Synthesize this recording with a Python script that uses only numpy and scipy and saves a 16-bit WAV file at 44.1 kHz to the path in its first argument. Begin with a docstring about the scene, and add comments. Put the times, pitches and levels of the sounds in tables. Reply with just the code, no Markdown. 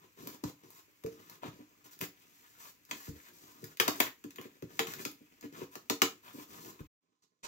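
"""A puppy chews and tugs at the flap of a cardboard box on a wooden floor, a little to the left.
The flap scrapes through its teeth and a paper bag rustles inside: streams of tiny fibre clicks.
Jerks ring the panels and make the box boom, bites snap the board, and the box thuds on the floor,
all in a small room with a faint hiss. Near the end the sound drops out for a moment, then resumes
quieter, duller and a little to the right, with one last scuff."""
import sys
import numpy as np
from scipy import signal
from scipy.fft import rfft, irfft
from scipy.io import wavfile

SR = 44100
rng = np.random.default_rng(int(sys.argv[2]) if len(sys.argv) > 2 else 0)


def generate_wav(signal):
    """Clip the signal to [-1, 1] and save it as 16-bit WAV at the path in sys.argv[1]."""
    frames = np.transpose(np.atleast_2d(signal))
    scaled = np.clip(frames, -1, 1) * 32767
    pcm = np.round(scaled).astype(np.int16)
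    wavfile.write(sys.argv[1], SR, pcm)


N = 329427
TIME = np.arange(N) / SR

# the brief dropout near the end: t/s, gain/dB
PAUSE = [(6.868, 0), (6.878, -46), (6.98, -49), (7.03, 0)]
PAUSE_START_S = PAUSE[1][0]


def amp(db):
    """Decibels to gain."""
    return 10 ** (np.asarray(db) / 20)


def unit_rms(x):
    """Scale to rms 1."""
    return x / np.sqrt(np.mean(x ** 2) + 1e-20)


def unit_energy(x):
    """Scale each channel to energy 1."""
    return x / np.sqrt(np.sum(x ** 2, axis=-1, keepdims=True) + 1e-20)


def automation(points):
    """A (time, value) curve at every sample."""
    return np.interp(TIME, *np.transpose(points))


def add(track, s, sound):
    """Mix a sound into a track at time s."""
    at = max(round(s * SR), 0)
    track[at:at + len(sound)] += sound[:N - at]


def cut(x, hz, kind):
    """Butterworth filter."""
    return signal.sosfilt(signal.butter(2, hz, kind, fs=SR, output="sos"), x)


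def resonance(x, hz, q):
    """One resonant band of x."""
    return signal.lfilter(*signal.iirpeak(hz, q, fs=SR), x)


def colour(x, spectrum, size=4096):
    """Minimum-phase EQ that follows a (Hz, dB) curve."""
    hz, db = np.transpose(spectrum)
    grid = np.maximum(np.fft.rfftfreq(size, 1 / SR), 1)
    gain = amp(np.interp(np.log(grid), np.log(hz), db))
    cepstrum = irfft(np.log(gain))
    cepstrum[1:size // 2] *= 2
    cepstrum[size // 2 + 1:] = 0
    return signal.fftconvolve(x, irfft(np.exp(rfft(cepstrum))))[:len(x)]


def tug_envelope(length_s, attack_share=0.17, swell_db=3.5, release_s=0.0094, size=32768):
    """A tug builds up, keeps swelling as the pull tightens, then lets go."""
    t = np.arange(size) / SR
    progress = np.minimum(t / length_s, 1)
    attack = np.minimum(progress / attack_share, 1)
    release = np.exp(-np.maximum(t - length_s, 0) / release_s)
    return attack * amp(swell_db * (progress - 1)) * release


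def pulling():
    """How hard bag, flap and box are worked: tugs over a faint stirring that calms after the pause."""
    # tugs on the flap: t/s, length/s, paper level/dB, scrape level/dB, rumble level/dB
    tugs = [(-0.01, 0.047, -70, -66, -61.5), (0.159, 0.19, -54, -61.5, -53.5),
            (0.428, 0.069, -55.5, -60, -46), (0.627, 0.057, -64, -69.5, -55.5),
            (0.686, 0.11, -57.5, -70, -74), (1.032, 0.18, -63.5, -70, -59),
            (1.206, 0.15, -60.5, -65, -65.5), (1.414, 0.07, -59, -52, -49), (1.507, 0.12, -70, -71.5, -58),
            (1.839, 0.029, -54, -62.5, -67), (1.908, 0.027, -50.5, -69, -73),
            (2.003, 0.035, -39.5, -51, -45), (2.117, 0.53, -62.5, -70.5, -98), (2.579, .12, -52, -61, -68),
            (2.885, 0.073, -53, -59.5, -55.5), (2.954, 0.14, -49.5, -60.5, -79),
            (3.109, 0.18, -58.5, -63, -74), (3.296, 0.22, -58, -67, -65), (3.51, 0.22, -59.5, -64.5, -61.5),
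            (3.85, 0.027, -48, -44, -49), (3.91, 0.16, -45.5, -55, -54), (4.351, .11, -60.5, -58.5, -63),
            (4.48, 0.086, -71, -76.5, -62), (4.66, 0.39, -56, -65, -55), (4.862, 0.057, -47.5, -55, -69),
            (4.981, 0.041, -46.5, -55, -54), (5.068, 0.056, -67, -70, -61), (5.317, 0.025, -92, -67.5, -62),
            (5.423, 0.028, -59.5, -57, -51), (5.517, 0.12, -54.5, -54, -49), (5.71, 0.033, -55.5, -66, -82),
            (6.222, 0.082, -56.5, -59.5, -58), (6.313, 0.12, -51.5, -59, -56.5),
            (6.464, 0.24, -51.5, -59.5, -54), (6.716, 0.05, -65.5, -68.5, -60.5),
            (6.79, 0.015, -59, -62.5, -53.5), (7.22, 0.019, -63, -81, -83.5),
            (7.429, 0.028, -37.5, -46, -59.5)]
    calm_db = -16.5 * (TIME > PAUSE_START_S)
    stirring = [amp(db + calm_db) for db in (-69.5, -79.5, -72.5)]   # paper, scrape, rumble
    tugged = np.zeros((3, N))
    for s, length_s, *levels_db in tugs:
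        for track, db in zip(tugged, levels_db):
            add(track, s, amp(db) * tug_envelope(length_s))
    return np.hypot(stirring, tugged)


def grains(per_s, spread_db, clump_db, clump_hz):
    """Fibres catching and letting go: clicks of uneven size that come in clumps; rms 1."""
    sizes = amp(spread_db * np.minimum(rng.exponential(1, N), 4)) * rng.choice([-1, 1], N)
    clicks = sizes * (rng.random(N) < per_s / SR)
    clumps = np.interp(TIME * clump_hz, np.arange(N), rng.standard_normal(N))
    return unit_rms(clicks * amp(clump_db * clumps))


def box_rumble():
    """The shifting box catches and slips with a low, grainy rumble."""
    # hollow body of the box: f/Hz, level/dB
    rumble_colour = [(25, -44.5), (45, -16.5), (75, -19.5), (140, -6.5), (210, -8), (290, 0), (450, -8),
                     (620, -14.5), (1200, -26)]
    slips = grains(per_s=620, spread_db=3.5, clump_db=3.5, clump_hz=40.15)
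    return unit_rms(colour(slips, rumble_colour))


def flap(x):
    """The stiff flap colours whatever excites it with a few narrow resonances."""
    # flap resonances: f/Hz, width/Hz, gain/dB
    flap_peaks = [(730, 80, -0.5), (1038, 83, 5), (1230, 15, 1.5), (1790, 340, 3.5), (2522, 71, 6.5)]
    return x + sum((amp(db) - 1) * resonance(x, hz, hz / width) for hz, width, db in flap_peaks)


def flap_scrape(patch_gain=1.3, bands=7):
    """Teeth rasp along the flap; a resonance wanders with the patch that they scrape."""
    # tone of teeth on cardboard: f/Hz, level/dB
    scrape_colour = [(350, -15), (700, -0.5), (1050, 2), (1500, -0.5), (2500, -5), (3600, -3), (6000, -26)]
    # resonance of the scraped patch: t/s, f/Hz
    scrape_pitch = [(0.7, 1080), (1.25, 1300), (1.45, 1050), (1.8, 1100), (2.25, 2600), (2.64, 1080),
                    (3.2, 2050), (3.5, 1080), (4.38, 2500), (4.6, 1450), (5.35, 2600), (5.6, 1100),
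                    (6.7, 1080)]
    fibres = grains(per_s=3400, spread_db=4.5, clump_db=4.0, clump_hz=60.2)
    rasp = flap(colour(fibres, scrape_colour))
    centres_hz = np.geomspace(1050, 2650, bands)
    place = np.interp(automation(scrape_pitch), centres_hz, np.arange(bands))
    patch = np.zeros(N)
    for k, hz in enumerate(centres_hz):
        crossfade = np.clip(1 - abs(place - k), 0, 1)
        patch += crossfade * resonance(rasp, hz, q=5)
    return unit_rms(rasp + patch_gain * patch)


def paper_rustle():
    """The bag slides smoothly, with a few separate crackles on top."""
    # bright tone of thin paper: f/Hz, level/dB
    paper_colour = [(2000, -17), (4000, -8), (6500, -6), (8000, 1.5), (12500, -3.5), (15500, 2.5)]
    slide = grains(per_s=7000, spread_db=3.0, clump_db=1.2, clump_hz=90)
    crackles = grains(per_s=120, spread_db=3.0, clump_db=1.5, clump_hz=30)
    return unit_rms(colour(slide + .45 * crackles, paper_colour))


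def rubbing(rumble_db, scrape_db, paper_db):
    """With each tug the box shifts, the flap drags through the teeth and the bag rustles."""
    paper_drive, scrape_drive, rumble_drive = pulling()
    rumble = amp(rumble_db) * rumble_drive * box_rumble()
    scrape = amp(scrape_db) * scrape_drive * flap_scrape()
    paper = amp(paper_db) * paper_drive * paper_rustle()
    return rumble + scrape + paper


def room_hiss(level_db):
    """Faint, steady room tone, heard until the pause."""
    # tone of the quiet room: f/Hz, level/dB
    hiss_colour = [(30, 1), (100, 19.5), (300, -2.5), (700, 0), (2500, 13), (5000, -10), (15500, -25)]
    air = np.array([unit_rms(colour(white, hiss_colour)) for white in rng.standard_normal((2, N))])
    return amp(level_db) * air * (TIME < PAUSE_START_S)


def even_burst(decay_s, size=4096):
    """A run of small slips that swells at once, dies away, and holds all pitches about evenly."""
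    t = np.arange(size) / SR
    envelope = np.exp(-t / decay_s) * (1 - np.exp(-4 * t / decay_s))
    burst = rng.standard_normal(size) * envelope
    for _ in range(2):
        whitened = irfft(np.exp(1j * np.angle(rfft(burst))))
        burst = whitened * envelope ** .45
    return unit_energy(burst)


def ring(force, hz, t60):
    """One mode: each click of the force sets off a dying sine."""
    radius = np.exp(-np.log(1000) / (t60 * SR))
    angle = 2 * np.pi * hz / SR
    return signal.lfilter([0, np.sin(angle)], [1, -2 * radius * np.cos(angle), radius ** 2], force + 1e-18)


def struck(force, modes, spot_hz, spot_octaves):
    """The spot that is struck favours the modes near its own pitch."""
    out = np.zeros(len(force))
    for hz, db, t60 in modes:
        detuning = np.log2(hz / spot_hz) / spot_octaves
        out += amp(db) / (1 + detuning ** 2) * ring(force, hz, t60)
    return out


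def boom(force, hz):
    """The whole box rings low, favouring the modes near hz; energy 1."""
    # modes of the box against the floor: f/Hz, level/dB, t60/s
    boom_modes = [(80, -6, .08), (112, -8, .06), (141, 2, .09), (176, -3, .06)]
    body = struck(force, boom_modes, hz, spot_octaves=.25)
    return unit_energy(cut(body, [hz / 2, 230], "band"))


def knocks(panel_db, boom_db, boom_lag_s):
    """A short jerk rings the panels; the whole box booms a moment later."""
    # jerks on the box: t/s, level/dB, favoured f/Hz, decay/s
    jerks = [(0.226, -44, 275, 0.015), (0.272, -43, 266, 0.0097), (0.435, -29, 294, 0.0036),
             (1.041, -29, 434, 0.007), (1.067, -34.5, 420, 0.0024), (1.443, -35, 273, .019),
             (1.588, -44, 282, 0.016), (2.014, -35.5, 277, 0.0091), (2.905, -43.5, 267, .026),
             (3.075, -38, 254, 0.021), (3.626, -42.5, 364, 0.0062), (3.798, -28, 400, 0.011),
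             (3.883, -25, 304, 0.0053), (4.002, -26, 329, 0.0071), (4.243, -35.5, 275, 0.0071),
             (4.383, -38, 312, 0.0092), (4.452, -41, 333, .004), (4.621, -34.5, 342, 0.012),
             (4.791, -28.5, 393, 0.018), (5.056, -33.5, 297.3, 0.0047), (5.206, -49.5, 246, 0.0079),
             (5.438, -35.5, 280, 0.0086), (5.616, -33.5, 340, 0.0032), (5.756, -42.5, 353, 0.0061),
             (5.902, -26, 332, 0.0076), (6.019, -23.5, 330, 0.0085), (6.336, -40, 290, 0.015),
             (6.372, -42, 264, 0.016), (6.8, -40, 281, 0.0098)]
    # modes of the cardboard panels: f/Hz, level/dB, t60/s
    panel_modes = [(248.3, -22.5, .06), (287.4, -4, 0.076), (296, -1, 0.063), (374.5, 4.5, 0.055),
                   (440, -1.5, 0.027), (445.5, -0.5, 0.096), (450.5, -0.5, 0.24)]
    middling_db, boom_follows = -36.5, .65   # the boom grows less than the knock does
    out = np.zeros(N)
    for s, knock_db, spot_hz, decay_s in jerks:
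        force = even_burst(decay_s, size=12000)
        panel = cut(struck(force, panel_modes, spot_hz, spot_octaves=0.19), [220, 600], "band")
        shake_db = boom_follows * (knock_db - middling_db)
        add(out, s, amp(panel_db + knock_db) * unit_energy(panel))
        add(out, s + boom_lag_s, amp(boom_db + shake_db) * boom(force, hz=180))
    return out


def snaps(level_db, crumple_db, crumple_s, size=4096):
    """A bitten crease gives way in a burst of fibre breaks, mixed with a thinner crumple."""
    # bites: t/s, level/dB, then relative to that level: hollow/dB, treble/dB, top/dB
    bites = [(0.272, -61, 4, 6.5, 14), (0.438, -57, 7.5, 7.5, 3.5), (0.704, -82, 13, 11, 22),
             (1.037, -64, -1.5, 0, 3), (1.062, -60.5, 0, 0, 1), (1.297, -75.5, 9, 15.5, 20),
             (1.433, -71, 25, -2, -9), (1.99, -68.5, -7, 2, 11), (2.012, -48.5, -3, -1.5, 7),
             (2.851, -81.5, -12, 11, 13), (2.911, -41.5, -6.5, -4, -6.5), (3.641, -61.5, -22, 5, 11),
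             (3.771, -62.5, -12, 0, 5), (3.799, -29.5, -6, -4, -1), (3.879, -34, 1, -2, -3),
             (4.002, -27, -4, -8.5, -3), (4.24, -60, -4.5, -2, -1), (4.306, -64, -11, 0.5, 3),
             (4.359, -65, -12, 3.5, 7), (4.384, -50.5, -6.5, -25, -11), (4.413, -64, 3, 0.5, 6.5),
             (4.623, -63.5, 0.5, 0, 2.5), (4.792, -33.5, -3, -6, -6), (4.87, -53, -1.5, -3, -1),
             (4.936, -52.5, -3.5, -0.5, 2.5), (5.051, -46, 1.5, 1, 3), (5.114, -71, -3, 4, 15),
             (5.41, -71, -7, 7.5, 8), (5.754, -55, 2, -1, 1.5), (5.898, -39.5, 2, 3.5, 2),
             (6.018, -30, -2, -2, -3)]
    # tone of snapping cardboard: f/Hz, level/dB
    snap_colour = [(300, -27), (600, 1.5), (850, 4), (1200, 8), (1600, -0.5), (2600, -2), (3300, -1.5),
                   (4500, -3), (6400, -3.5), (8000, 1.5), (12000, -3), (15500, -0.5)]
    give_s, middling_db, doubling_db = 0.0024, -51.5, 50   # harder bites take longer to give way
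    out, t = np.zeros(N), np.arange(size) / SR
    for s, bite_db, hollow_db, treble_db, top_db in bites:
        burst = even_burst(give_s * 2 ** ((bite_db - middling_db) / doubling_db))
        crumple = unit_energy(rng.standard_normal(size) ** 3 * np.exp(-t / crumple_s))
        tone = [(1250, hollow_db), (1600, 0), (3300, 0),
                (4300, treble_db), (8000, treble_db), (11000, top_db)]
        add(out, s, amp(level_db + bite_db) * colour(burst + amp(crumple_db) * crumple, tone))
    return flap(colour(out, snap_colour))


def floor_bumps(level_db):
    """The box drops back on the floorboards and judders with a deep thud."""
    # landings: t/s, level/dB, favoured f/Hz
    landings = [(0.442, -36, 140), (1.044, -42, 130), (1.474, -42, 162), (2.018, -42.5, 186),
                (3.082, -37.5, 91.7), (3.629, -47, 141), (4.625, -42.5, 138), (5.622, -48, 138),
                (6.805, -41.5, 87.5)]
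    out = np.zeros(N)
    for s, bump_db, hz in landings:
        judder = even_burst(decay_s=.009, size=12000)
        add(out, s, amp(level_db + bump_db) * boom(judder, hz))
    return out


def room_tail(wet_db, bass_wet_db, build_s, t60_s=0.21, treble_t60_s=0.22, size=16384):
    """The room's answer to a click: nearly the same on both sides in the bass, diffuse above."""
    t = np.arange(size) / SR
    noise = rng.standard_normal((2, size))
    build = 1 - np.exp(-t / build_s)
    decay, treble_decay = [build * np.exp(-np.log(1000) * t / t60) for t60 in (t60_s, treble_t60_s)]
    diffuse = unit_energy(cut(noise, 8600, "low") * decay - cut(noise, 4500, "high") * treble_decay)
    shared = unit_energy((rng.standard_normal(size) + 0.3 * noise) * decay)
    return amp(wet_db) * cut(diffuse, 560, "high") + amp(bass_wet_db) * cut(shared, 710, "low")


def room(x, right_db, right_lag_s=.00036, poses=3, poses_per_s=5):
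    """Direct sound reaches the left side first; the echoes change as head and flap move."""
    # the microphone's housing colours the right side above the bass: f/Hz, gain/dB
    shading = [(300, 0.016), (520, right_db + 0.5), (1000, right_db - 3.5), (2000, right_db + 1),
               (4000, right_db - 11), (8000, right_db + 4.5), (15000, right_db - 0.5)]
    right = colour(np.roll(x, round(right_lag_s * SR)), shading)
    out = np.array([x, right])
    for k in range(poses):
        cycle = (TIME * poses_per_s + k) % poses
        crossfade = np.sqrt(np.clip(1 - abs(cycle - 1), 0, 1))
        tail = room_tail(wet_db=-2.5, bass_wet_db=-4.5, build_s=0.00052)
        out += signal.oaconvolve((x * crossfade)[None], tail, axes=1)[:, :N]
    return out


def scene():
    """All the box's sounds in the room; after the pause they lean a little to the right."""
    board = snaps(level_db=38.5, crumple_db=-3.5, crumple_s=0.0019)
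    box = knocks(panel_db=20.5, boom_db=-29.5, boom_lag_s=0.0048) + floor_bumps(level_db=24.0)
    friction = rubbing(rumble_db=-1.5, scrape_db=1.5, paper_db=3.0)
    pan = amp(np.array([[-3], [3]]) * (TIME > PAUSE_START_S))
    return room(board + box + friction, right_db=-2.5) * pan + room_hiss(level_db=-76)


def record(dry, cutoff_hz=15700):
    """Microphone colour, the pause with a duller tone after it, and a steep top cut."""
    # the microphone's dip in the treble: f/Hz, gain/dB
    microphone = [(7000, 2), (8300, -14), (9400, -17), (10400, -11.5), (11800, -2)]
    heard = np.array([colour(channel, microphone) for channel in dry]) * amp(automation(PAUSE))
    heard = np.where(TIME > PAUSE_START_S, cut(heard, 6800, "low"), heard)
    return signal.sosfilt(signal.ellip(10, .2, 80, cutoff_hz, fs=SR, output="sos"), heard)


dry = scene()
out = record(dry)
generate_wav(out)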